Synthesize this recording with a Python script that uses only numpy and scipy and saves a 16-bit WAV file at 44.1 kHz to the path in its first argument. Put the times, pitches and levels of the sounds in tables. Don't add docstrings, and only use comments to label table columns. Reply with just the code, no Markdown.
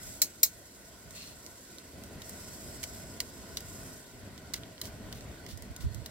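import sys
import numpy as np
from scipy import signal
from scipy.fft import rfft, irfft, next_fast_len
from scipy.io import wavfile
from scipy.ndimage import uniform_filter1d

SR = 44100
rng = np.random.default_rng(int(sys.argv[2]) if len(sys.argv) > 2 else 0)


def persist_wave(psi):
    counts = np.round(np.clip(psi, -1, 1) * 32767).astype(np.int16)
    wavfile.write(sys.argv[1], SR, np.atleast_2d(counts).T)


N = 269134
TIME = np.arange(N) / SR
MIC_DELAY_S = 6.6e-5


def gain_of(db):
    return 10 ** (np.asarray(db) / 20)


def unit_rms(x):
    return x / np.sqrt(np.mean(x ** 2) + 1e-20)


def curve_at(points, hz):
    point_hz, value = np.transpose(points)
    return np.interp(np.log(hz + 1), np.log(point_hz + 1), value)


def hump(hz, centre_hz, octaves):
    return np.exp(-.5 * (np.log2((hz + 1) / centre_hz) / octaves) ** 2)


def add(mix, start_s, sound):
    part = mix[:, max(round(start_s * SR), 0):][:, :sound.shape[1]]
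    part += sound[:, :part.shape[1]]


def colour(x, db_at):
    size = next_fast_len(x.shape[-1] + 2048)
    hz = abs(np.fft.fftfreq(size, 1 / SR))
    log_gain = np.log(gain_of(np.maximum(db_at(hz), -100)))
    response = np.exp(np.conj(signal.hilbert(log_gain)))[:size // 2 + 1]
    return irfft(rfft(x, size) * response, size)[..., :x.shape[-1]]


def from_fire(x, direct):
    shared, scattered = rfft(x)
    lag = np.exp(-2j * np.pi * np.fft.rfftfreq(x.shape[1], 1 / SR) * MIC_DELAY_S)
    left = irfft(direct * shared * lag + np.sqrt(1 - direct ** 2) * scattered, x.shape[1])
    return np.array([left, x[0]])


def panned(db):
    return gain_of([[db / 2], [-db / 2]])


def wander(rate_hz):
    t = np.arange(0, N + 256, 256) / SR
    drift = sum(np.sin(2 * np.pi * (rate_hz * share * t + turn)) for share, turn in rng.random((20, 2)))
    return np.interp(TIME, t, unit_rms(drift))


def patches(noise, rows, columns):
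    return unit_rms(uniform_filter1d(uniform_filter1d(noise, rows, axis=0), columns, axis=1))


def swells(rows, attack_s, release_s):
    power = np.zeros(N)
    for start, length, db in rows:
        rise = np.clip((TIME - start) / attack_s, 0, 1)
        fall = np.exp(-np.maximum(TIME - start - length, 0) / release_s)
        power += (gain_of(db) * rise * fall) ** 2
    return np.sqrt(power)


def fracture(t, t60, tail_db, tail_t60, rise_s, snap=0.0):
    grit = rng.choice([-1, 1], (2, len(t))) * rng.uniform(.2, 1.7, (2, len(t)))
    decay = np.hypot(gain_of(-60 * t / t60), gain_of(tail_db - 60 * t / tail_t60))
    volley = grit * (1 - np.exp(-t / rise_s)) * decay
    volley[0, round(.0008 * SR)] += snap
    return volley


def unit_attack(x):
    return x / np.sqrt(uniform_filter1d((x ** 2).mean(0), 44).max())


# (frequency [Hz], coherence [0-1])
DIFFUSE_COHERENCE = [(40, 0.68), (130, 0.997), (300, 0.84), (640, 0.78), (1400, 0.3), (3000, 0.27),
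                     (6000, 0)]

def rush(spectrum, patchy_db):
    frames, hz = N // 256 + 6, np.fft.rfftfreq(2048, 1 / SR)
    noise = rng.standard_normal((5, frames, len(hz)))
    coherence = curve_at(DIFFUSE_COHERENCE, hz)
    left = noise[0] + 1j * noise[1]
    right = coherence * left + np.sqrt(1 - coherence ** 2) * (noise[2] + 1j * noise[3])
    gain = gain_of(curve_at(spectrum, hz) + patchy_db * patches(noise[4], 14, 16))
    spectra = (np.array([left, right]) * gain).transpose(0, 2, 1)
    return unit_rms(signal.istft(spectra, nperseg=2048, noverlap=1792)[1][:, :N])


# (frequency [Hz], relative level [dB])
RIVER_SPECTRUM = [(30, -24), (100, -9), (300, 3), (480, -3), (660, -1), (830, -14), (1000, -3.5),
                  (1200, -16), (1480, 0), (1700, -14), (1920, -4.5), (2400, -15), (4500, -11.5),
                  (15700, -33.5)]

def river():
    # (time [s], level [dB])
    swell = [(0, -52.5), (.5, -57), (1.7, -54.5), (2.4, -52), (3.9, -53.5), (4.2, -54.5), (6.1, -54)]
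    return rush(RIVER_SPECTRUM, patchy_db=2.0) * gain_of(np.interp(TIME, *np.transpose(swell)))


# (time [s], length [s], left level [dB], right level [dB])
WIND_PUFFS = [(0.048, 0.081, -58, -59), (1.04, 0.0604, -61, -56.5), (5.496, 0.15, -73, -43),
              (5.692, 0.033, -44, -40), (5.759, 0.31, -75, -39), (5.828, 0.056, -32.5, -29)]

def wind(shared=0.5):
    out = np.zeros((2, N))
    # (frequency [Hz], relative level [dB])
    eddy = [(15, -37), (45, -7.5), (85, 0), (135, -10.0), (250, -24.5), (600, -49), (2000, -89)]
    for start, length, left_db, right_db in WIND_PUFFS:
        size = int(length * SR)
        push = rng.standard_normal((2, size)) + shared * rng.standard_normal(size)
        push = np.pad(push * signal.windows.tukey(size, .6), ((0, 0), (0, SR // 10)))
        air = colour(push, lambda hz: curve_at(eddy, hz))
        air /= np.sqrt((air ** 2).sum(1, keepdims=True) / size)
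        add(out, start - .004, air * gain_of([[left_db], [right_db]]))
    return out


# (frequency [Hz], relative level [dB])
FLAME_SPECTRUM = [(25, -61), (45, -1.5), (75, 2), (140, -4.5), (240, -4.5), (330, -14.5), (420, -8.5),
                  (500, -18), (660, -10), (830, -23.5), (1500, -24.5), (3000, -28), (6000, -43.5)]
# (time [s], length [s], level [dB])
FLAME_SURGES = [(-.03, .2, -56), (1.02, 0.29, -54), (1.92, 1.96, -50), (4.11, .55, -49), (4.8, .62, -47.5),
                (5.55, .5, -53)]

def flames(burn_db=-58.5, flutter_db=1.6):
    draught = np.hypot(gain_of(burn_db), swells(FLAME_SURGES, attack_s=0.044, release_s=0.099))
    return rush(FLAME_SPECTRUM, patchy_db=1.0) * draught * gain_of(flutter_db * wander(rate_hz=7))


# (frequency [Hz], relative level [dB])
EMBER_SPECTRUM = [(300, -61), (800, -15), (1100, -1.5), (1400, -9.5), (2000, -0.5), (2550, -5),
                  (3000, -0.5), (4200, 1.5), (6000, 1), (9000, -1), (12000, -3.5), (15500, -3.5)]

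def ash_ticks(ticks_per_s=14, tick_db=-57, spread_db=3.0):
    ticks = rng.random(N) < ticks_per_s / SR
    gains = gain_of(tick_db + spread_db * np.minimum(rng.exponential(1, N), 3))
    out, t = np.zeros((2, N)), np.arange(1024) / SR
    for at in np.flatnonzero(ticks):
        add(out, at / SR, gains[at] * fracture(t, t60=0.0027, tail_db=-25, tail_t60=.03, rise_s=.0001))
    return from_fire(colour(out, lambda hz: curve_at(EMBER_SPECTRUM, hz)), direct=0.35)


def stone_echo(x, delay_s, share):
    return x + share * np.pad(x, ((0, 0), (round(delay_s * SR), 0)))[:, :x.shape[1]]


# (time [s], attack level [dB], cavity pitch [Hz], top octave [dB], t60 [s], left minus right [dB])
EMBER_POPS = [(1.107, -44, 8010, -2, 0.02, -2), (1.4638, -37, 5340, 0, 0.0044, -2),
              (1.784, -39, 4400, -1, .006, -2), (2.0372, -42, 8000, 4, 0.0088, -3),
              (2.2185, -40, 3750, -4, .018, 2), (2.294, -36.5, 7500, 9, 0.016, -3),
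              (2.83, -34, 7400, -4, 0.034, -4), (2.838, -28.5, 7300, -6, 0.015, 0),
              (3.2029, -22.5, 4630, -1, 0.015, -1.5), (3.5712, -25.5, 4224, 0, 0.0097, -2),
              (3.605, -40, 4060, 5, 0.0165, -1), (4.3782, -44.5, 3320, -11, 0.0083, -6),
              (4.5369, -31, 5300, -2, 0.0066, -15), (4.5397, -26, 3580, -1, 0.0142, 1),
              (4.6345, -39.5, 3640, -14, .006, -2), (4.78, -45, 3540, -8, .007, -2.5),
              (4.8144, -28.5, 4063, 4, 0.0173, -2), (4.8545, -37, 7460, -5.5, 0.0052, -8),
              (5.1262, -35.5, 3530, 1, 0.017, 1), (5.2087, -42.5, 4400, -7, 0.0031, -2),
              (5.4633, -41.5, 5130, -6, 0.02, -4), (5.5742, -42.5, 5330, 5, 0.013, -2),
              (5.623, -40, 7350, 0, 0.0067, -2), (5.7633, -37, 6910, -2, 0.01, -1),
              (5.9463, -38, 7840, -1, 0.0051, -1), (6.06, -34.5, 4210, 3.5, 0.024, -1)]

def ember_pops(cavity_db=6, ping_db=7, wood_db=4, glint_db=6):
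    out, t = np.zeros((2, N)), np.arange(4096) / SR
    for start, db, pitch_hz, bright_db, t60, pan_db in EMBER_POPS:
        bulk = np.clip(t60 / .018, .1, 1)

        def pop_db(hz):
            tone = cavity_db * hump(hz, pitch_hz, 0.6) + bright_db * hump(hz, 14000, 1.0)
            rings = (ping_db * hump(hz, pitch_hz, 0.036) + wood_db * hump(hz, 2000, 0.11)
                     + glint_db * hump(hz, 14300, 0.034))
            return curve_at(EMBER_SPECTRUM, hz) + tone + bulk * rings

        tail_db = -11.0 - 4.5 * (1.5 - bulk)
        crack = fracture(t, t60, tail_db, tail_t60=0.061, rise_s=0.00062 * bulk, snap=0.51)
        crack = stone_echo(crack, delay_s=rng.uniform(.00092, .00106), share=.45 * bulk)
        crack = from_fire(colour(crack, pop_db), direct=0.45)
        add(out, start - .0002, unit_attack(crack) * gain_of(db) * panned(pan_db))
    return out


# (time [s], attack level [dB], ring against crack [dB], top treble [dB], crack t60 [s])
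SKEWER_CLICKS = [(.2171, -16.5, -3, 0, .05), (.431, -14.3, 0, 3, .036)]
# (frequency [Hz], t60 [s], relative level in first click [dB], in second click [dB])
SKEWER_MODES = [(2200, .05, -19, -19), (2363, .055, -16, -24), (4040, .07, -8, -12), (4330, .06, -8, -8),
                (5145, .075, -2, -7), (5680, .055, -8, -4), (6468, .14, -10, -15), (6735, .08, -12, -4),
                (7688, .07, -5, -1), (8210, .08, -16, -14), (10022, .055, -2, -15), (10910, .06, -5, -16),
                (11735, .074, -6, -17), (12095, .064, -4, 2), (12620, .045, -10, 0), (13242, .08, -14, -10),
                (13570, .055, -3, -3), (14500, .08, -11, -15), (15640, .05, -11, -7)]
# (frequency [Hz], relative level [dB])
STONE_SPECTRUM = [(300, -29), (800, -14.5), (1500, -18.5), (2200, -5.5), (3150, -16.5), (4200, 3),
                  (5000, -2), (6600, 1.5), (7900, 3), (9200, -5), (13000, -1.5), (16000, -3.5)]

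def skewer(scatter_turns=0.19):
    out, t = np.zeros((2, N)), np.arange(SR // 4) / SR
    for click, (start, db, ring_db, bright_db, t60) in enumerate(SKEWER_CLICKS):
        crack = fracture(t, t60, tail_db=-12, tail_t60=0.13, rise_s=0.0017, snap=1.2)
        crack = colour(crack, lambda hz: curve_at(STONE_SPECTRUM, hz) + bright_db * hump(hz, 16000, .4))
        crack = from_fire(crack, direct=0.27)
        ring = np.zeros((2, len(t)))
        for hz, mode_t60, *mode_db in SKEWER_MODES:
            left_lag = np.array([[hz * MIC_DELAY_S / 2], [0]])
            phase = rng.random() + scatter_turns * rng.standard_normal((2, 1)) - left_lag
            ring += gain_of(mode_db[click] - 60 * t / mode_t60) * np.sin(2 * np.pi * (hz * t + phase))
        ring *= 1 - np.exp(-t / 0.00096)
        strike = unit_attack(crack) + gain_of(ring_db) * unit_attack(ring)
        add(out, start - .0003, gain_of(db) * strike)
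    return out * panned(db=-0.3)


# (time [s], length [s], level [dB], pitch [Hz], resonance [dB])
FAT_SPITS = [(1.135, 0.23, -47.5, 4240, 9.5), (4.553, 0.038, -45, 4000, 1.5), (4.831, 0.077, -46, 4000, -2),
             (5.143, 0.065, -52.5, 4500, -2), (5.484, .07, -47.5, 4480, 2), (5.801, .06, -49, 3800, -1)]

def fat_spits(jet_db=4, lower_ratio=0.624, fizz_db=4):
    out = np.zeros((2, N))
    for start, length, db, pitch_hz, resonance_db in FAT_SPITS:
        def spit_db(hz):
            tone = jet_db * hump(hz, pitch_hz, 1.0) + fizz_db * hump(hz, 21000, 0.25)
            peaks = hump(hz, pitch_hz, .04) + hump(hz, pitch_hz * lower_ratio, 0.082)
            return curve_at(EMBER_SPECTRUM, hz) + tone + resonance_db * (peaks - hump(hz, 11400, 0.52))

        size = int(length * SR)
        noise = rng.standard_normal((2, size))
        grain_db = 2.3 * unit_rms(uniform_filter1d(rng.standard_normal(size), size=60))
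        hiss = unit_rms(colour(noise * gain_of(grain_db), spit_db))
        swell = np.sin(np.pi * np.linspace(0, 1, size) ** 0.5)
        add(out, start, from_fire(hiss, direct=0.29) * swell * gain_of(db))
    return out


# (time [s], length [s], level [dB])
STEAM_JETS = [(2.2, .92, -64.5), (3.25, .65, -66.5)]

def steam_whistle(pitch_hz=5290, sag_hz_per_s=140, waver_hz=45.3, width_hz=200, upper_ratio=1.51):
    sag_hz = sag_hz_per_s * (TIME - STEAM_JETS[0][0])
    turns = np.cumsum(pitch_hz - sag_hz + waver_hz * wander(rate_hz=13)) / SR
    pole = np.exp(-np.pi * width_hz / SR)
    noise = rng.standard_normal((2, N)) + 1j * rng.standard_normal((2, N))
    fuzz = signal.lfilter([1], [1, -2 * pole, pole * pole], noise)
    lower = unit_rms((fuzz[0] * np.exp(2j * np.pi * turns)).real)
    upper = unit_rms((fuzz[1] * np.exp(2j * np.pi * upper_ratio * turns)).real)
    return (lower + gain_of(0.5) * upper) * swells(STEAM_JETS, attack_s=.09, release_s=.05)


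# (time [s], length [s], level [dB])
HISS_SWELLS = [(-.03, 0.13, -45.5), (1.075, .17, -52.5), (1.3, 0.47, -59), (2.187, 0.82, -50.5),
               (3.053, .55, -54.5), (3.603, 0.33, -51)]

def hiss_strength(simmer_db=-55, drying_db_per_s=0.8, sputter_db=1.17):
    simmer = gain_of(simmer_db - drying_db_per_s * TIME)
    swell = swells(HISS_SWELLS, attack_s=0.081, release_s=0.11)
    return np.hypot(simmer, swell) * gain_of(sputter_db * wander(rate_hz=30.6))


# (frequency [Hz], relative level [dB])
SIZZLE_SPECTRUM = [(1000, -33), (2500, -10.5), (4000, -8), (5200, -0.5), (6500, -0.5), (7900, 5.5),
                   (9200, -2), (11000, -4.5), (13000, -5), (15700, -10.5)]
# (frequency [Hz], share [0-1])
SIZZLE_DIRECT = [(1000, .4), (5000, .3), (6400, .75), (7200, .6), (7900, .45), (8700, .72), (10800, .7),
                 (12500, .3), (15400, .65)]

def sizzle(bubbles_per_s=3500, spread_db=2.5, steam=0.74):
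    sizes = gain_of(spread_db * np.minimum(rng.exponential(1, (2, N)), 5))
    signs = rng.choice([-1, 1], (2, N))
    bubbles = unit_rms(sizes * signs * (rng.random((2, N)) < bubbles_per_s / SR))
    hz, _, spectra = signal.stft(bubbles + steam * rng.standard_normal((2, N)), SR, nperseg=512)
    uneven_db = 1.6 * patches(rng.standard_normal(spectra.shape[1:]), 3, 9)
    spectra *= gain_of(curve_at(SIZZLE_SPECTRUM, hz)[:, None] + uneven_db)
    fry = unit_rms(signal.istft(spectra)[1][:, :N])
    direct = curve_at(SIZZLE_DIRECT, np.fft.rfftfreq(N, 1 / SR))
    return from_fire(fry, direct) * hiss_strength() * panned(db=-2.0)


def scene():
    return (river() + flames() + sizzle() + steam_whistle() + ember_pops() + ash_ticks()
            + fat_spits() + skewer() + wind())


def record(dry):
    lowpass = signal.firwin(401, cutoff=15900, window=("kaiser", 9), fs=SR)
    return signal.oaconvolve(dry, lowpass[None], "same")


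dry = scene()
out = record(dry)
persist_wave(out)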